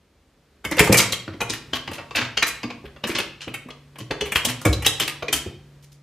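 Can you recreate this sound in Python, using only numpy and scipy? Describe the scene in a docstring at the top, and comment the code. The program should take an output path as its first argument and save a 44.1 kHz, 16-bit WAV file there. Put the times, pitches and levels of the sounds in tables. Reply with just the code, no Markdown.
"""A faint rush of air is heard first: soft noise, strongest in the bass, swelling until 1.7 s, then drifting.
A cat then climbs a wooden ladder fixed to the side of a tall cabinet in a tiled room.
Its claws strike and drag on the rungs: noisy contact forces excite damped modes of the wood.
Its weight thumps the hollow cabinet, exciting panel and air modes; decaying echoes form the room.
A low hum, a sine and its octave, fades in as the microphone tilts up."""
import sys
import numpy as np
from scipy import signal
from scipy.fft import rfft, irfft
from scipy.io import wavfile
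from scipy.ndimage import uniform_filter1d

SR = 44100
rng = np.random.default_rng(int(sys.argv[2]) if len(sys.argv) > 2 else 0)


def to_wav(sig):
    """Store sig (one row per channel, or 1-D mono) as 16-bit WAV at the path in sys.argv[1].

    Samples outside -1..1 are clipped; the rate is SR.
    """
    pcm = np.clip(np.atleast_2d(sig), -1, 1) * 32767
    pcm = np.round(pcm).astype(np.int16)
    wavfile.write(sys.argv[1], SR, pcm.T)  # frames by channels


def to_linear_factor(level_db):
    """Convert decibel levels (scalar or array-like) to linear amplitude factors."""
    exponent = np.asarray(level_db, float) / 20
    return 10 ** exponent


N = 265790

# Spectrum of the rush of air: (frequency [Hz], relative density [dB])
AIR_SPECTRUM = [(30, 8), (60, 16), (110, 5), (200, 7), (450, 2), (800, -6), (2000, -8.5), (4000, -13),
                (8000, -20), (15500, -28.5)]
# Strength of the air noise: (time [s], level [dB])
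AIR_LEVEL = [(0, -61), (.6, -58.5), (1.7, -49), (3, -53.5), (3.85, -55), (5.7, -54), (6.03, -59.5)]
# Strength of the hum's fundamental: (time [s], level [dB])
HUM_LEVEL = [(0, -87), (1.5, -50.5), (2.6, -56), (3.8, -52), (5, -45.5), (6.03, -51.5)]
# Reverberation time of the room: (frequency [Hz], 60 dB decay time [s])
ROOM_T60 = [(100, 0.64), (400, 0.53), (1500, 0.47), (4000, 0.52), (8000, 0.26), (14000, 0.32)]
# Strength of the echoes: (frequency [Hz], relative level [dB])
ECHO_LEVEL = [(60, -16), (100, -1), (400, -5.5), (1500, -4.5), (4000, -8.5), (8000, -3), (14000, -15.5)]
# Stereo difference before local offsets: (frequency [Hz], side level re mid [dB])
SIDE_LEVEL = [(60, -41), (200, -60), (380, -27), (700, -3), (1300, -19), (2400, -11.5), (4400, -4),
              (8000, -7), (12000, -19.5), (15500, -3.5)]
# Cabinet panel modes: (frequency [Hz], relative level [dB], 60 dB decay time [s])
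PANEL_MODES = [(183, -13.5, 0.14), (215, -21, .12), (256, -5.5, 0.27), (312, 3, 0.04), (401, 8.5, 0.031),
               (414, -11, 0.07), (457, -10, 0.024), (509, -3, 0.051)]
# Modes of the air in the cabinet: (frequency [Hz], relative level [dB], 60 dB decay time [s])
CAVITY_MODES = [(54, -18, 0.16), (75, 9, 0.17), (105, 11.5, 0.079), (120, 24.5, 0.35), (140, -20.5, .25)]
# Ladder rail modes: (frequency [Hz], relative level [dB], 60 dB decay time [s])
RAIL_MODES = [(520, 0, .04), (600, -3, .04), (730, -4, .03), (890, -3, .03), (1100, -2, .03),
              (1190, 0, .05), (1400, -2, .03)]
# Ladder rung modes: (frequency [Hz], relative level [dB], 60 dB decay time [s])
RUNG_MODES = [(1630, -4, .025), (1880, -4, .025), (2090, -2, .025), (2300, 0, .025), (2530, 0, .025),
              (2760, 0, .025), (3050, -2, .025), (3250, -3, .02), (3500, -2, .02), (3800, -4, .02),
              (4200, -4, .02), (4600, -5, .015), (5000, -5, .015), (5900, -6, .012)]
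# Weight landing on the cabinet:
# (time [s], ring level [dB], ring centre [Hz], deep part re ring [dB], deep centre [Hz])
THUMPS = [(0.653, -27, 180, -8, 76), (0.711, -18, 549, -24.5, 72), (0.77, -20, 500, -28.5, 118),
          (0.797, -7.5, 190, -35, 116.3), (0.893, -6.5, 183, -6.5, 103.3), (0.926, -19.5, 365, -4, 105.3),
          (1.125, -52, 360, -5, 86.1), (1.277, -28.5, 297.6, -2.5, 96), (1.337, -35.5, 294, -16.5, 106),
          (1.411, -45, 320, 12, 114), (1.494, -28, 248, -9, 107), (1.729, -30, 252, -19.5, 117.2),
          (1.888, -32.5, 307.6, 0, 89.5), (2.183, -26.5, 252, -13, 116.4), (2.206, -32.5, 258, 1.5, 101.5),
          (2.371, -31.5, 560, -26.5, 98), (2.638, -23, 252, -13.5, 105), (2.839, -33.5, 387, -5, 65),
          (3.046, -26.5, 256, -21, 121), (3.091, -22, 322, -25, 121), (3.149, -30, 323, -25, 119),
          (3.193, -30.5, 405.5, -13, 99), (3.471, -27, 323, -11, 120), (3.655, -34.5, 269.8, -31, 120.5),
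          (3.999, -35, 296, 3.5, 109), (4.104, -21.5, 421, -32.5, 110), (4.209, -21.5, 386.4, -10.5, 70.0),
          (4.349, -33, 429, 4, 75), (4.466, -22.5, 274, -6, 115.4), (4.654, -11.5, 300, -3, 102.7),
          (4.68, -20.5, 149, 11, 70.4), (4.862, -28.5, 370, -36.5, 117.5), (5.007, -26.5, 263, -13, 123),
          (5.225, -31.5, 505.6, -18, 120), (5.28, -28.5, 336, -31, 121), (5.333, -28, 321.3, -5, 70.9),
          (5.458, -26.5, 345, 0, 84.4)]
# Claws dragging over wood: (time [s], ring level [dB], ring centre [Hz], hiss re ring [dB])
DRAGS = [(0.7813, -16, 2300, -55), (0.8385, -28, 2610, 8), (0.915, -22.5, 2500, 5.5),
         (0.9707, -26, 2277, 20), (0.9872, -16.5, 2420, -15), (1.002, -31, 1190, 6),
         (1.0244, -32.5, 2670, -4), (1.326, -48.5, 2070, -8), (1.4918, -25.5, 4160, -1.5),
         (1.5245, -29, 2820, 3.5), (1.746, -31, 2870, 1.5), (1.93, -37.5, 2970, 4.5),
         (1.985, -39, 1270, -15.5), (2.165, -21.5, 2430, -6.5), (2.2076, -27, 1950, -24),
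         (2.242, -35, 2620, -6), (2.4656, -29.5, 2588, 11), (2.846, -45, 2100, -4),
         (3.0686, -34, 1890, 7.5), (3.091, -32, 2370, -18), (3.1086, -33, 2570, 1),
         (3.147, -25.5, 2870, -13), (3.191, -28, 2720, -13), (3.4142, -38.5, 3020, -44),
         (3.993, -41, 3030, -3), (4.2505, -36.5, 2424, 2), (4.351, -24.5, 2630, 5),
         (4.4825, -28.5, 2860, 5.5), (4.663, -35, 2690, -9.5), (4.846, -25.5, 3000, 1),
         (5.01, -27, 3400, 3), (5.0744, -24, 2670, 4.5), (5.3529, -31.5, 2870, 9.5),
         (5.8232, -62.5, 3600, 14), (5.9153, -72, 3710, 21.5)]
# Claws hitting rungs:
# (time [s], ring level [dB], ring centre [Hz], treble crack re ring [dB], low knock re ring [dB])
CLAWS = [(0.644, -33, 1510, -4.5, -5.5), (0.6505, -21, 2340, -2, -25.5), (0.7127, -23.5, 2193, 0.5, -8),
         (0.7209, -22, 2446, -15.5, -17.5), (0.7682, -27.5, 2310, 0.5, -14.5),
         (0.7936, -5.5, 2460, 1, -16.5), (0.874, -25, 2010, 3, 3), (0.926, -14, 2480, 8, -0.5),
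         (0.9431, -10.5, 2500, -2, -17.5), (1.123, -21.5, 4540, 5, -21.5), (1.131, -19.5, 3040, -3, -18),
         (1.2786, -33, 1616, -18, -1.5), (1.406, -24, 1320, -33, -13), (1.415, -18, 2600, -4.5, -6),
         (1.734, -16.5, 3100, -16, -13), (1.877, -27.5, 2470, -18.5, -5), (1.9152, -32, 2920, -3, -0.5),
         (1.9828, -35.5, 2500, -19.5, -1), (2.1094, -36, 2710, -22, 0), (2.151, -19, 2370, -14, -19),
         (2.158, -23, 4800, 1.5, -9.5), (2.373, -14, 2966, -22.5, -33), (2.425, -11.5, 2340, -13, -35),
         (2.427, -12, 4250, -11, -26), (2.632, -28.5, 2525, -14.5, -9), (2.7025, -31.5, 2510, -16.5, -3.5),
         (2.963, -47.5, 2565, -12, 3), (3.039, -20, 2650, -13.5, -8), (3.186, -17.5, 2910, -4, -16),
         (3.4071, -34, 2940, -45, -25), (3.479, -30.5, 2520, -13.5, -13), (3.541, -26, 2550, -2.5, -28),
         (3.6869, -47, 1880, -0.5, 6.5), (3.705, -35.5, 3080, -17, -7.5), (3.9581, -43, 2025, -8.5, -7),
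         (3.9861, -35.5, 3220, 2, -3.5), (4.1096, -22, 1860, -29.5, -7.5),
         (4.2098, -19.5, 2890, -31, -16.5), (4.321, -19, 2415, -1.5, -22), (4.358, -9.5, 2810, -9, -28),
         (4.4504, -16.5, 3730, 5, -11.5), (4.6153, -46.5, 3000, 14.5, 8.5), (4.653, -16.5, 2220, 2, -1.5),
         (4.729, -21.5, 4400, -4, -34), (4.824, -29, 2590, -0.5, -9), (4.864, -9, 3670, 3, -20),
         (4.999, -15.5, 3216, 1, -30), (5.225, -28.5, 2560, -11.5, 0), (5.283, -21.5, 2320, -44.5, -35),
         (5.3291, -15.5, 3240, 5, -55)]

HUM_HZ, HUM_OCTAVE_DB = 142.8, -24   # octave relative to the fundamental
PRESS_S, PUSH_S, HEAVE_S = 0.0042, 0.012, 0.013   # push build-up, push fade, slower swell of inner air
SKID_S = 0.0095   # time for a skid to swell to its peak
LEAD_S = 0.02   # room for the scuff ahead of a strike
SCUFF_S, SCUFF_SHARE, BITE_S = 0.0015, 0.6, 0.01   # scuff rise, its share of the force, fade of the bite
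LOW_CUT_HZ = 44
TINY = 1e-18   # keeps forces off exact zero


def at_hz(points, hz):
    """Interpolation on a logarithmic frequency axis."""
    table = np.array(points)
    return np.interp(np.log(np.maximum(hz, 1)), np.log(table[:, 0]), table[:, 1])


def in_time(rows):
    """Linear interpolation of a curve at every sample."""
    return np.interp(np.arange(N) / SR, *np.transpose(rows))


def coloured(x, spectrum):
    """Linear filtering: each frequency is weighted by the spectrum."""
    hz = np.fft.rfftfreq(x.shape[-1], 1 / SR)
    return irfft(rfft(x) * to_linear_factor(at_hz(spectrum, hz)), x.shape[-1])


def peak_one(x):
    """Normalisation: the loudest 3 ms get the mean power of a unit sine."""
    return x / np.sqrt(2 * uniform_filter1d(x ** 2, size=132).max())


def add(track, s, sound):
    """Superposition: a sound joins the track at time s."""
    i = round(s * SR)
    track[i:i + len(sound)] += sound[:len(track) - i]


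def ringing(force, modes, centre_hz, octaves, spread_db, detune):
    """Modal superposition: a force drives damped resonators, favouring those near a centre; peak 1."""
    out = 0
    # mode strengths and pitches differ from spot to spot
    luck = rng.standard_normal((len(modes), 2))
    for (hz, level_db, t60), (chance, shift) in zip(modes, luck):
        r = to_linear_factor(-60 / (max(t60, 0.005) * SR))
        w = 2 * np.pi * hz * (1 + detune * shift) / SR
        near_db = -12 * min((np.log2(hz / centre_hz) / octaves) ** 2, 1.2)
        gain = to_linear_factor(level_db + near_db + spread_db * chance)
        out = out + signal.lfilter([0, gain * np.sin(w)], [1, -2 * r * np.cos(w), r * r], force)
    return peak_one(out)


def broad(force, hz, q):
    """Heavily damped resonance: the bulk of the wood responds widely, falling steeper above; peak 1."""
    dulled = signal.sosfilt(signal.butter(2, 2 * hz, fs=SR, output="sos"), force)
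    return peak_one(signal.lfilter(*signal.iirpeak(hz, q, fs=SR), dulled))


def hiss(force):
    """Direct radiation of a contact: the treble of the force itself, falling with pitch; peak 1."""
    treble = signal.sosfilt(signal.butter(2, 3500, "high", fs=SR, output="sos"), force)
    return peak_one(signal.sosfilt(signal.butter(1, 4500, fs=SR, output="sos"), treble))


def chatter(size, grain_db):
    """Rough contact: a dense random train of clicks, made more uneven by grain_db."""
    grains = np.minimum(rng.exponential(1, size), 4)
    return rng.standard_normal(size) * to_linear_factor(grain_db * grains)


def air():
    """Broadband random noise: coloured mid and side signals share a level that swells, then drifts."""
    mid, side = coloured(rng.standard_normal((2, N)), AIR_SPECTRUM)
    side = coloured(side, SIDE_LEVEL)
    return to_linear_factor(in_time(AIR_LEVEL)) * np.array([mid + side, mid - side]) / np.std(mid)


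def hum():
    """Harmonic oscillation: a motor tone of steady pitch with a weak octave and a varying level."""
    phase = 2 * np.pi * HUM_HZ * np.arange(N) / SR
    tone = np.sin(phase) + to_linear_factor(HUM_OCTAVE_DB) * np.sin(2 * phase)
    return np.sqrt(2) * to_linear_factor(in_time(HUM_LEVEL)) * tone   # root two: the table gives rms


def room(x):
    """Reverberation: convolution with dense echoes that decay exponentially, band by band."""
    t = np.arange(24576) / SR
    edges = 45 * 2 ** np.arange(0, 8.6, 0.5)   # half-octave bands
    tail = np.zeros((2, len(t)))   # mid, side
    white = rng.standard_normal((2, 2, len(t)))
    build = 1 - np.exp(-t / 0.0055)   # echoes thicken over the first ms
    prompt = np.exp(-t / 0.0019)
    for k, (low, high) in enumerate(zip(edges, edges[1:])):
        hz = np.sqrt(low * high)
        side_db = at_hz(SIDE_LEVEL, hz)
        band = signal.sosfilt(signal.butter(2, [low, high], "band", fs=SR, output="sos"), white[k % 2])
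        t60 = at_hz(ROOM_T60, hz) * np.array([[1], [0.7]])   # side echoes come mostly early
        decay = build * to_linear_factor(-60 * t / t60)
        gains = to_linear_factor(at_hz(ECHO_LEVEL, hz) + np.array([[0], [side_db + 3]]))
        tail += gains * band * decay / np.sqrt(np.sum(decay ** 2, axis=1, keepdims=True))
        # the two microphone ports hear the direct sound a little differently
        tail[1] += to_linear_factor(side_db + 1) * band[0] * prompt / np.sqrt(np.sum(prompt ** 2))
    mid, side = signal.fftconvolve(x[None], tail, axes=1)[:, :N]
    return np.array([x + mid + side, x + mid - side])


def thumps():
    """Forced vibration: a soft uneven push rings the panels; the air inside swells later and lasts longer."""
    out, t = np.zeros(N), np.arange(24576) / SR
    push = (1 - np.exp(-t / PRESS_S)) * np.exp(-t / PUSH_S)
    swell = t / HEAVE_S
    for s, level_db, hz, deep_db, deep_hz in THUMPS:
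        force = rng.standard_normal(len(t)) * push + TINY
        heave = swell * np.exp(-swell) * np.sin(2 * np.pi * deep_hz * t)
        panels = ringing(force, PANEL_MODES, hz, octaves=0.12, spread_db=5.5, detune=0.03)
        panels = panels + to_linear_factor(-8) * broad(force, hz, q=4.5)
        deep = ringing(heave, CAVITY_MODES, deep_hz, octaves=0.29, spread_db=8.5, detune=0.024)
        add(out, s, to_linear_factor(level_db) * (panels + to_linear_factor(deep_db) * deep))
    return out


def drags():
    """Sliding friction: a skid's rough force swells and fades over tens of ms, in uneven slips."""
    out, swell = np.zeros(N), np.arange(8192) / SR / SKID_S
    for s, level_db, hz, hiss_db in DRAGS:
        slips = to_linear_factor(3.3 * np.repeat(rng.standard_normal(64), 128))   # a new strength every 3 ms
        force = chatter(len(swell), grain_db=3.5) * slips * swell * np.exp(-swell) + TINY
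        wood = ringing(force, RAIL_MODES + RUNG_MODES, hz, octaves=0.2, spread_db=4.5, detune=0.028)
        wood = wood + to_linear_factor(6.5) * broad(force, hz, q=0.82)
        add(out, s, to_linear_factor(level_db) * (wood + to_linear_factor(hiss_db) * hiss(force)))
    return out


def claws():
    """Impact excitation: a claw scuffs in, bites and chatters; rung, rail and bright crack sound together."""
    out, t = np.zeros(N), np.arange(4096) / SR - LEAD_S
    shape = np.where(t < 0, SCUFF_SHARE * np.exp(t / SCUFF_S), np.exp(-t / BITE_S))
    for s, level_db, hz, crack_db, knock_db in CLAWS:
        rattle = to_linear_factor(2 * np.repeat(rng.standard_normal(64), 64))   # contact strength varies in short steps
        force = chatter(len(t), grain_db=0) * rattle * shape + TINY
        rung = ringing(force, RUNG_MODES, hz, octaves=0.18, spread_db=5.5, detune=0.033)
        rung = rung + to_linear_factor(-4.5) * broad(force, hz, q=1.47)
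        crack = to_linear_factor(crack_db) * hiss(force)
        rail = ringing(force, RAIL_MODES, 1400, octaves=1.8, spread_db=8.5, detune=0.022)
        knock = to_linear_factor(knock_db) * (rail + broad(force, 800, q=0.18))
        add(out, s - LEAD_S, to_linear_factor(level_db) * (rung + crack + knock))
    return out


def scene():
    """Superposition: contacts and thumps sound in the room, over air and hum."""
    return room(claws() + drags() + thumps()) + air() + hum()


def band_limit(x):
    """A steep low-pass at the top of the band."""
    return signal.sosfilt(signal.butter(12, 15790, fs=SR, output="sos"), x)


def record(dry):
    """Band limiting and saturation: deep bass is removed, peaks are rounded, top treble is cut."""
    heard = signal.sosfilt(signal.butter(4, LOW_CUT_HZ, "high", fs=SR, output="sos"), dry)
    rounded = 1.2 * np.tanh(heard / 1.2)
    mix = signal.sosfilt(signal.cheby2(12, 50, 15900, fs=SR, output="sos"), rounded)
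    return band_limit(mix)


dry = scene()
out = record(dry)
to_wav(out)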